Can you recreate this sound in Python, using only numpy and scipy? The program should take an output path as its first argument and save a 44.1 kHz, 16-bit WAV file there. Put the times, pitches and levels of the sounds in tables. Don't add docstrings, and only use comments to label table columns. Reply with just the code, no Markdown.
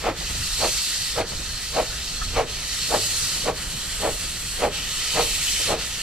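import sys
import numpy as np
from scipy import signal
from scipy.fft import rfft, irfft, next_fast_len
from scipy.io import wavfile
from scipy.ndimage import uniform_filter1d, map_coordinates

SR = 44100
rng = np.random.default_rng(int(sys.argv[2]) if len(sys.argv) > 2 else 0)


def to_wav(sig):
    pcm = np.clip(np.atleast_2d(sig), -1, 1) * 32767
    pcm = np.round(pcm).astype(np.int16)
    wavfile.write(sys.argv[1], SR, pcm.T)


N = 265482

# [t/s, level/dB, width/s, chimney boom level/dB, jet bark level/dB]
CHUFFS = [(0.081, -23.5, 0.024, -3, -6), (0.646, -23.5, 0.022, -4.5, -5.5), (1.201, -23, 0.019, -3.5, -7),
          (1.79, -21, 0.023, -5.5, -10), (2.395, -21, .022, -3, -7), (2.946, -20, 0.021, -4.5, -13),
          (3.489, -22.5, 0.018, -1, -9), (4.063, -22.5, 0.024, -2.5, -10), (4.649, -20.5, 0.023, -2, -10),
          (5.194, -22, 0.023, -3.5, -6), (5.724, -23.5, 0.024, -1.5, -8.5)]
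# [f/Hz, level/dB per Hz]
CHIMNEY = [(60, -30), (150, -13), (240, -11.5), (350, -9), (430, -3.5), (620, -1), (820, -2.5),
           (1000, -9.5), (1350, -14), (1800, -19.5), (4000, -52)]
# [f/Hz, level/dB per Hz]
BLAST = [(400, -22), (900, 7), (1600, 2.5), (2400, 5), (3200, -1.5), (5000, -7), (10000, -34)]
# [f/Hz, width/Hz, lift/dB]
CHIMNEY_MODES = [(324, 35, 5.5), (467.6, 50, 8), (581, 26, 6), (630, 47, 5), (810, 100, 2), (1127, 50, 5.5),
                 (1270, 83, 7), (1800, 50, 5)]


def exhaust(jet_lead_s=0.0064, boom_lag_s=0.002, sag_lag_s=0.0072, sag_db=-7, rough_db=0.73, split_hz=530):
    jet, body, boom, sag = np.zeros((4, N))
    for s, db, width, boom_db, bark_db in CHUFFS:
        jet += amp(db + bark_db) * swell(s - jet_lead_s, width)
        body += amp(db) * swell(s - .002, 0.66 * width)
        boom += amp(db + boom_db - 3.0) * swell(s + boom_lag_s, 0.93 * width)
        sag += amp(db + boom_db + sag_db) * swell(s + sag_lag_s, width)
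    chimney = rush(CHIMNEY, CHIMNEY_MODES)
    low = below(chimney, split_hz)
    puff = body * even(chimney - low, span=0.035)
    puff += boom * even(low, span=0.034)
    dark = rush([(80, -13), (250, -5.5), (480, -0.5), (700, -9), (1500, -33)], CHIMNEY_MODES)
    puff += sag * dark
    puff += jet * rush(BLAST) * amp(1.5 * wobble(540))
    return puff * amp(rough_db * wobble(170))


# [f/Hz, level/dB per Hz]
JET = [(300, -24), (1050, -18.5), (1400, -11.5), (2150, -6.5), (2500, -4), (3400, -1), (5000, -1.5),
       (6300, -1), (8500, -0.5), (10500, -2), (12000, -7.5), (14500, -9)]
# [f/Hz, width/Hz, lift/dB]
COCK_MODES = [(1269, 39, 9), (1930, 63, 6), (2724, 100, 4.5), (3030, 82, 4.5), (3970, 71, 2),
              (4220, 105, 5.5), (4500, 700, 4), (5070, 69, -1), (6070, 230, 2), (7720, 450, 5.5),
              (9100, 200, 1)]
SHUT_DB, SHUT_S = 8, 0.016
SPURT_DB, SPURT_LAG_S, SPURT_S = 1.6, .055, .022
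HOLLOW_FOLLOWS, SIZZLE_SWELL_DB = .5, 2.5


def cocks(flutter_db=.5, band_flutter_db=0.64, wander_db=.4, rush_db=-5.5, hiss_db=-3, sizzle_db=-3,
          drone_db=-44, drone_share=0.3):
    level_db, swell_db, hollow_db, bright_db, slack = piston()
    open_db = level_db
    for s, *_ in STROKES:
        open_db = open_db + SPURT_DB * swell(s + SPURT_LAG_S, SPURT_S) - SHUT_DB * swell(s, SHUT_S)
    sag_db = swell_db * slack
    hollow_flow_db = hollow_db - HOLLOW_FOLLOWS * sag_db
    jet = patchy(rush(JET, COCK_MODES), depth_db=1.4)
    lowest, low, middle = below(jet, 1830), below(jet, 3620), below(jet, 6930)
    parts = [(low - lowest, rush_db + hollow_flow_db),
             (middle - low, hiss_db - sag_db),
             (jet - middle, sizzle_db + bright_db - sag_db - SIZZLE_SWELL_DB * slack)]
    steam = sum(unit(part) * amp(db + band_flutter_db * wobble(35)) for part, db in parts)
    flow_db = open_db + hollow_flow_db
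    drone = unit(lowest) * amp(drone_db + drone_share * (flow_db - flow_db.mean()) + wobble(20))
    unsteady_db = wander_db * wobble(8) + flutter_db * wobble(45) + 0.21 * wobble(200)
    return drone + steam * amp(open_db + unsteady_db)


# [dead centre t/s, crest level/dB, swell level/dB, crest as share of stroke, hollow level/dB, sizzle level/dB]
STROKES = [(-0.98, -33, 0, .5, 0, -2), (0.128, -24.2, 9.5, .55, -4.8, -2.2),
           (1.243, -30.4, .7, .35, -3, -3.2), (2.447, -23.9, 11, .67, -4.8, -1.3),
           (3.526, -30.8, 1.8, .55, -1.6, .9), (4.697, -24, 7.8, .88, -.7, -.7),
           (5.765, -30, 0, .4, .3, -1)]
LAST_STROKE_S, END_SLACK = 1.13, .6


def piston():
    t = np.arange(N) / SR
    starts, *columns = np.transpose(STROKES)
    lengths = np.append(np.diff(starts), LAST_STROKE_S)
    stroke = np.searchsorted(starts, t) - 1
    level_db, swell_db, crest, hollow_db, sizzle_db = np.array(columns)[:, stroke]
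    past = (t - starts[stroke]) / lengths[stroke] - crest
    rising = (past / crest) ** 2
    falling = END_SLACK * (past / np.maximum(1 - crest, 1e-3)) ** 2
    slack = np.where(past < 0, rising, falling)
    return uniform_filter1d(np.array([level_db, swell_db, hollow_db, sizzle_db, slack]), size=1024, axis=1)


def patchy(x, depth_db):
    z = signal.stft(x, nperseg=512)[2]
    field = rng.standard_normal(z.shape[1:])
    field = uniform_filter1d(field, size=4, axis=0)
    field = uniform_filter1d(field, size=20, axis=1)
    return signal.istft(z * amp(depth_db * unit(field)), nperseg=512)[1][:, :N]


# [delay t/s at mid-scene, gain]
GROUND = [(.0016, 0.1), (.00247, -.09), (.0051, .05), (.0083, 0.028)]


def grounded(x, drift=0.0046):
    n = np.arange(N)
    stretch = 1 + drift * (n - N / 2) / SR
    out = x.copy()
    for delay, gain in GROUND:
        out += gain * np.array([np.interp(n - delay * SR * stretch, n, c) for c in x])
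    return out


# [t/s, deep rumble level/dB, wheel roll level/dB]
RUMBLE = [(0.0, -37, -46), (0.3, -36, -41), (0.9, -44, -48), (1.35, -36, -42), (1.62, -39, -44),
          (2.2, -36, -44), (2.7, -41, -43), (3.4, -39, -40), (4.4, -38, -42), (4.95, -41, -45),
          (5.3, -37, -42), (6.02, -41, -45)]
# [f/Hz, level/dB per Hz]
DEEP = [(10, -12), (22, 0), (42, 0), (60, -2), (90, -10), (160, -48), (400, -74)]
# [f/Hz, level/dB per Hz]
ROLL = [(50, -10.5), (100, 1), (125, -1.5), (160, -1), (230, -9.5), (380, -16), (480, -15.5), (700, -33),
        (1100, -41), (3000, -45)]
# [t/s, deep level/dB, width/s]
LURCHES = [(.24, -36, .018), (.4, -32, .016), (1.4, -38, .03), (2.25, -29.5, .02), (2.34, -29, .026)]
DEEP_DB, ROLL_DB = -0.8, -1.2
PUSH_DB, THUMP_DB, PUSH_S = -38, -38, .032
LURCH_ROLL_DB = -13


def rumble(deep_uneven_db=2.6, roll_uneven_db=1.8):
    deep_db, roll_db = curves(RUMBLE)
    beats = sum(swell(s, PUSH_S) for s, *_ in CHUFFS)
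    lurches = sum(amp(db) * swell(s, width) for s, db, width in LURCHES)
    deep_roll = amp(deep_db + DEEP_DB + deep_uneven_db * wobble(14))
    wheel_roll = amp(roll_db + ROLL_DB + roll_uneven_db * wobble(25))
    deep = np.hypot(deep_roll, amp(PUSH_DB) * beats + lurches)
    roll = np.hypot(wheel_roll, amp(THUMP_DB) * beats + amp(LURCH_ROLL_DB) * lurches)
    return even(rush(DEEP), span=0.115) * deep + rush(ROLL) * roll


# [t/s, nominal level/dB, dull thud relative level/dB]
KNOCKS = [(.205, -31, -7), (.295, -31.5, -3), (0.344, -39, 6), (.97, -45, -6), (1.315, -29.5, -11),
          (1.388, -41, 8.5), (3.355, -34, -18), (4.232, -33.5, -3), (5.24, -28, -7), (5.595, -28, -11)]
# [f/Hz, width/Hz, level/dB]
BOGIE = [(330, 140, -7), (520, 170, 6), (780, 240, -1), (1100, 140, -10)]
# [f/Hz, width/Hz, level/dB]
THUD = [(150, 93, -4), (240, 120, -1)]
# [f/Hz, level/dB per Hz]
TREAD = [(100, -20), (220, -3.5), (400, -2), (560, -1), (850, -1), (1150, -3.5), (1350, -17), (3000, -35)]
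# [t/s, level/dB]
TREAD_LEVEL = [(0, -51), (2, -47.3), (6, -47.2)]
# [f/Hz, left lead/rad]
ASIDE = [(100, .3), (300, 1.2), (550, 1.75), (850, 2.1), (1300, 1.6)]


def bogies(t60=.13, attack_s=0.0044, spread=0.29):
    t = np.arange(N) / SR
    knock, thud = np.zeros((2, N))
    for s, db, thud_db in KNOCKS:
        age = np.maximum(t - s, 0)
        blow = amp(db - 60 * age / t60) * (1 - np.exp(-age / attack_s))
        knock += blow
        thud += blow * amp(thud_db)
    tread_db, = curves(TREAD_LEVEL)
    pair = rush(TREAD) * amp(tread_db + 1.6 * wobble(7.8))
    for blows, modes in (knock, BOGIE), (thud, THUD):
        grit = rng.standard_normal((2, N))
        pair += ring(grit * blows, modes) / np.std(ring(grit, modes))
    sign = np.array([[1], [-1]])
    both = (pair[0] + spread * sign * pair[1]) / np.hypot(1, spread)
    return filtered(both, lambda hz: np.exp(.5j * sign * along(ASIDE, hz)))


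# [t/s, nominal level/dB, rub length t/s]
SQUEAKS = [(2.211, -27.5, 0.011)]
# [f/Hz, relative level/dB, t60/s]
STEEL = [(740, -11, .05), (1272, 1.5, 0.083), (1326, -9, .06), (1717, -5, .066), (1870, -12, .1)]


def squeak(attack_s=0.0053, waver_rad=.5, lead_rad=0.98):
    t, out = np.arange(N) / SR, np.zeros((2, N))
    lead = np.array([[lead_rad], [0]])
    for s, db, length in SQUEAKS:
        rise = 1 - np.exp(-np.maximum(t - s, 0) / attack_s)
        free = np.maximum(t - s - length, 0)
        for hz, mode_db, t60 in STEEL:
            level = rise * amp(db + mode_db - 60 * free / t60)
            out += level * np.sin(2 * np.pi * hz * t + lead + waver_rad * wobble(250))
    return out


# [f/Hz, t60/s]
HILL = [(200, .6), (1000, 0.52), (6000, 0.14)]


def hillside(x):
    hz, t, z = signal.stft(rng.standard_normal((2, SR)), SR, nperseg=256)
    decay = amp(-60 * t / along(HILL, hz)[:, None])
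    tail = signal.istft(z * decay, SR, nperseg=256)[1]
    return signal.fftconvolve(x, tail / np.linalg.norm(tail[0]), axes=1)[:, :N]


# [f/Hz, likeness 0-1]
ALIKE = [(60, 0.99), (700, 0.94), (1900, 0.89), (2700, 0.91), (3450, 0.43), (4300, 0.66), (5250, 0.18),
         (6200, 0.53), (7000, .3), (7800, 0.41), (8600, 0.24), (11000, 0.69), (14000, 0.25)]
# [f/Hz, left minus right level/dB]
PAN = [(30, -3), (100, 0), (3200, 0), (4300, -2.5), (6000, 0.7), (7300, -2.5), (8800, -0.5), (10000, -1),
       (14000, -3)]
# [f/Hz, left lead/rad]
LEAD = [(100, 0), (280, -.13), (480, -.55), (750, -.68), (1000, -.4), (1500, -.08), (1750, -.3),
        (2000, -.1), (2200, -.45), (3000, -.5), (3700, -1.05), (5100, -.5), (6700, -2.3), (7900, -.9),
        (9400, -2.3), (10500, -2.1), (13000, -3)]


def ports(pair):
    turn = lambda hz: np.arccos(np.clip(along(ALIKE, hz), 0, 1)) / 2
    mid, side = filtered(pair, lambda hz: np.array([np.cos(turn(hz)), np.sin(turn(hz))]))
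    sign = np.array([[1], [-1]]) / 2
    offset = lambda hz: amp(sign * along(PAN, hz)) * np.exp(1j * sign * along(LEAD, hz))
    return filtered(np.array([mid + side, mid - side]), offset)


def rush(spectrum, modes=()):
    lift = lambda hz: sum(db / (1 + (2 * (hz - centre) / width) ** 2) for centre, width, db in modes)
    return unit(filtered(rng.standard_normal((2, N)), lambda hz: amp(along(spectrum, hz) + lift(hz))))


def ring(x, modes):
    return filtered(x, lambda f: sum(amp(db) * 1j * f * w / (c * c - f * f + 1j * f * w) for c, w, db in modes))


def even(x, span):
    power = uniform_filter1d(x ** 2, max(int(span * SR), 1), axis=-1)
    return x / np.sqrt(np.abs(power) + 1e-9)


def below(x, edge_hz):
    return filtered(x, lambda hz: 1 / (1 + (hz / edge_hz) ** 20))


def filtered(x, response):
    m = next_fast_len(N + SR // 2)
    return irfft(rfft(x, m) * response(np.fft.rfftfreq(m, 1 / SR)), m)[..., :N]


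def swell(s, width):
    return np.exp(-((np.arange(N) / SR - s) / (2 * width)) ** 2)


def wobble(rate):
    return map_coordinates(rng.standard_normal(int(N * rate / SR) + 4), [np.arange(N) * rate / SR])


def curves(rows):
    s, *cols = np.transpose(rows)
    return [np.interp(np.arange(N) / SR, s, c) for c in cols]


def along(points, hz):
    f, v = np.transpose(points)
    return np.interp(np.log(hz + 1), np.log(f + 1), v)


def unit(x):
    return x / np.sqrt(np.mean(x ** 2) + 1e-20)


def amp(db):
    return 10 ** (np.asarray(db) / 20)


def scene():
    beats = exhaust()
    echo = amp(-21) * hillside(beats)
    engine = ports(beats + echo + grounded(cocks()) + rumble())
    return engine + bogies() + squeak()


TOP_HZ = 14480


def record(dry):
    return filtered(dry, lambda hz: hz < TOP_HZ)


dry = scene()
out = record(dry)
to_wav(out)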